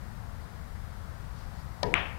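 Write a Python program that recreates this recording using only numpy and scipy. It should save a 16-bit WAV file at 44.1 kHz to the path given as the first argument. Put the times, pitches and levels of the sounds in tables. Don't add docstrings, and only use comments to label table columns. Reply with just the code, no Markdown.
import sys
import numpy as np
from scipy import signal
from scipy.fft import rfft, irfft
from scipy.io import wavfile
from scipy.ndimage import uniform_filter1d

SR = 44100
rng = np.random.default_rng(int(sys.argv[2]) if len(sys.argv) > 2 else 0)


def generate_wav(signal):
    frames = np.transpose(np.atleast_2d(signal))
    scaled = np.clip(frames, -1, 1) * 32767
    pcm = np.round(scaled).astype(np.int16)
    wavfile.write(sys.argv[1], SR, pcm)


def invert_db(level):
    return 10 ** (np.asarray(level, dtype=float) / 20)


N = 96182
T = np.arange(N) / SR
BANDS_HZ = 18 * 2 ** np.arange(0, 10, .4)

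# frequency in Hz, density in dB per Hz.
RUMBLE = [(20, 0), (45, 3.5), (75, 5), (120, -2), (220, -9.5), (300, -29), (500, -47.5)]
# frequency in Hz, density in dB per Hz.
TRAFFIC = [(250, -0.5), (400, -4), (850, 0.5), (1400, -2.5), (2000, -8), (2600, -17.5), (5000, -19.5),
           (9000, -47)]
# frequency in Hz, density in dB per Hz.
HISS = [(10, 17), (25, 10.5), (100, 6.5), (400, 2.5), (1500, -0.5), (7000, -1.5), (12000, -3), (15300, -8)]
# start in seconds, length in seconds, level in dB.
SLIDES = [
    (1.35, 0.13, -60),
    (1.522, .11, -60.5),
    (1.734, 0.066, -69),
]
# start in seconds, signed size, pitch in Hz, length in cycles.
TIP_CHATTER = [
    (1.8303, -.05, 4900, 3.0),
    (1.8304, -.035, 8300, 4.0),
    (1.83247, -.25, 4300, 2.8),
    (1.8326, .02, 8600, 4.0),
    (1.8352, -.05, 4700, 3.0),
    (1.8385, .012, 4500, 3.0),
    (1.8421, .02, 4500, 3.0),
]
# frequency in Hz, level in dB, T60 in seconds.
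SHAFT_MODES = [(193, -22, 0.66), (269.4, -22, 0.46), (347.5, -19.5, 0.42), (382, -13, 0.27),
               (421.3, -9.5, 0.33), (477, -9, 0.29), (582, -2, 0.075), (619, 2, 0.034), (720, 2.5, 0.027),
               (978, -9, 0.14), (1257, -14.5, 0.09), (1654, -19, 0.13), (1822, -10.5, 0.079),
               (2310, -11, 0.025)]
# frequency in Hz, level in dB.
FERRULE_RATTLE = [(900, -32), (1500, -4), (3000, 0), (4800, -1), (6200, -17), (12000, -30)]
# frequency in Hz, T60 in seconds.
PATIO_T60 = [(100, .9), (300, .7), (1000, .52), (2200, .48), (3500, .4), (6000, .3), (12000, .15)]
# frequency in Hz, level in dB.
CUE_RETURN = [(100, 2), (250, -0.5), (500, 2), (950, -1.5), (1250, -34), (1850, -13), (2500, -25.5),
              (5000, -27), (9000, -47)]
# frequency in Hz, level in dB.
CLICK_RETURN = [(150, -13), (400, -11.5), (800, -3), (1400, -2.5), (2400, 1.5), (3300, -5.5), (4200, -24),
                (8000, -43)]
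# arrival in seconds, signed size.
CLICK = [
    (1.94014, .6),
    (1.94059, .58),
]
# frequency in Hz, level in dB, T60 in seconds.
CLOTH_BOUNCE = [(2250, 0, .0017), (2900, -24, .012), (7340, -26, .002)]
# frequency in Hz, gain in dB.
CLICK_COLOUR = [(3000, 0.5), (4200, -13), (5800, -4), (7400, 3), (10000, -7), (16000, -7)]
# arrival in seconds, signed size.
ECHOES = [
    (1.94165, -.17),
    (1.9446, -.22),
    (1.94495, .1),
    (1.9462, .06),
    (1.9530, -.22),
    (1.9548, .12),
    (1.9563, .15),
    (1.9570, .12),
    (1.9604, .14),
]

CUE_S, BOUNCE_S = 1.8303, 1.94099


def curve(table, hz):
    rows = np.array(table, float)
    return np.interp(np.log(hz), np.log(rows[:, 0]), rows[:, 1])


def bins_hz(x):
    return np.arange(len(x) // 2 + 1) * SR / len(x) + 1e-3


def colour(x, table):
    return irfft(rfft(x) * invert_db(curve(table, bins_hz(x))), len(x))


def coloured_noise(table):
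    return colour(rng.standard_normal(N), table)


def band(x, hz):
    steps = np.log2(bins_hz(x) / hz) / .4
    return irfft(rfft(x) * np.cos(np.pi / 2 * np.clip(steps, -1, 1)) ** 2, len(x))


def level(x, db):
    return x * invert_db(db) / np.sqrt(np.mean(x ** 2))


def walk(rate_hz):
    k = int(SR / rate_hz)
    held = np.repeat(rng.standard_normal(N // k + 1), k)
    return 1.3 * uniform_filter1d(uniform_filter1d(held, k), k)[:N]


def since(start):
    return np.maximum(T - start, 0)


def decay(age, t60):
    return np.exp(-np.log(1000) * age / t60)


def ring(start, hz, t60):
    age = since(start)
    return np.sin(2 * np.pi * hz * age) * decay(age, t60)


def air(table, db, swell_db, flicker_db):
    noise, swell = coloured_noise(table), walk(0.54)
    out = np.zeros(N)
    for hz in BANDS_HZ:
        out += band(noise, hz) * invert_db(swell_db * swell + flicker_db * walk(5.73))
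    return level(out, db)


def slides():
    swell = np.zeros(N)
    for start, length, db in SLIDES:
        stroke = np.clip((T - start) / length, 0, 1)
        swell += invert_db(db) * np.sqrt(np.abs(np.sin(np.pi * stroke)))
    brush = [(2500, -14), (4500, 0), (6500, -10), (16000, -30)]  # Hz, dB
    return swell * invert_db(1.5 * walk(60)) * level(coloured_noise(brush), 0)


def shaft():
    age, wobble_db, bloom_share = since(CUE_S), 2, 0.067
    body = np.zeros(N)
    for hz, db, t60 in SHAFT_MODES:
        waver = wobble_db * walk(50) * np.minimum(age / 0.011, 1)
        bloom = 1 - np.exp(-age * hz / 400 / (bloom_share * t60))
        body -= invert_db(db + waver) * ring(CUE_S, hz, t60) * bloom
    push = np.hanning(int(0.00026 * SR) + 2)
    return invert_db(-16.5) * np.convolve(body, push / push.sum())[:N]


def ferrule():
    age = since(CUE_S)
    out = level(coloured_noise(FERRULE_RATTLE), -33) * (age > 0) * decay(age, 0.036)
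    for start, size, hz, cycles in TIP_CHATTER:
        turn = np.clip((T - start) * hz, 0, cycles)
        out += size * np.sin(2 * np.pi * turn) * np.sin(np.pi * turn / cycles) ** 1.3
    return out


def room(start, returned, db):
    noise, age = coloured_noise(returned), since(start)
    gap_s, rise_s, grain_db = 0.0046, 0.014, 2
    tail = np.zeros(N)
    for hz in BANDS_HZ:
        tail += band(noise, hz) * invert_db(grain_db * walk(70)) * decay(age, curve(PATIO_T60, hz))
    return invert_db(db) * tail * (1 - np.exp(-np.maximum(age - gap_s, 0) / rise_s))


def contacts(table):
    contact_s = .00042
    force = np.zeros(N)
    for start, size in table:
        force += size * np.sin(np.pi * np.clip((T - start) / contact_s, 0, 1)) ** 1.8
    return np.gradient(force) * contact_s * SR / np.pi


def balls():
    out = contacts(CLICK)
    for hz, db, t60 in CLOTH_BOUNCE:
        out += invert_db(db) * ring(BOUNCE_S, hz, t60)
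    return colour(out, CLICK_COLOUR)


def echoes():
    return colour(contacts(ECHOES), [(3800, 0), (7600, -30)])


def scene():
    left = air(RUMBLE, -37.5, .3, .5) + air(TRAFFIC, -47.5, .4, .5)
    left += slides()
    left += shaft() + ferrule() + room(CUE_S, CUE_RETURN, -11)
    left += balls() + echoes() + room(BOUNCE_S, CLICK_RETURN, -11)
    return np.array([left, 0 * left])


def roll_off(x):
    return signal.sosfilt(signal.butter(12, 15850, fs=SR, output="sos"), x)


def record(dry):
    hiss = np.array([level(coloured_noise(HISS), db) for db in (-63, -61.5)])
    hiss = signal.sosfilt(signal.ellip(10, .2, 60, 15850, fs=SR, output="sos"), hiss)
    return roll_off(dry + hiss)


dry = scene()
out = record(dry)
generate_wav(out)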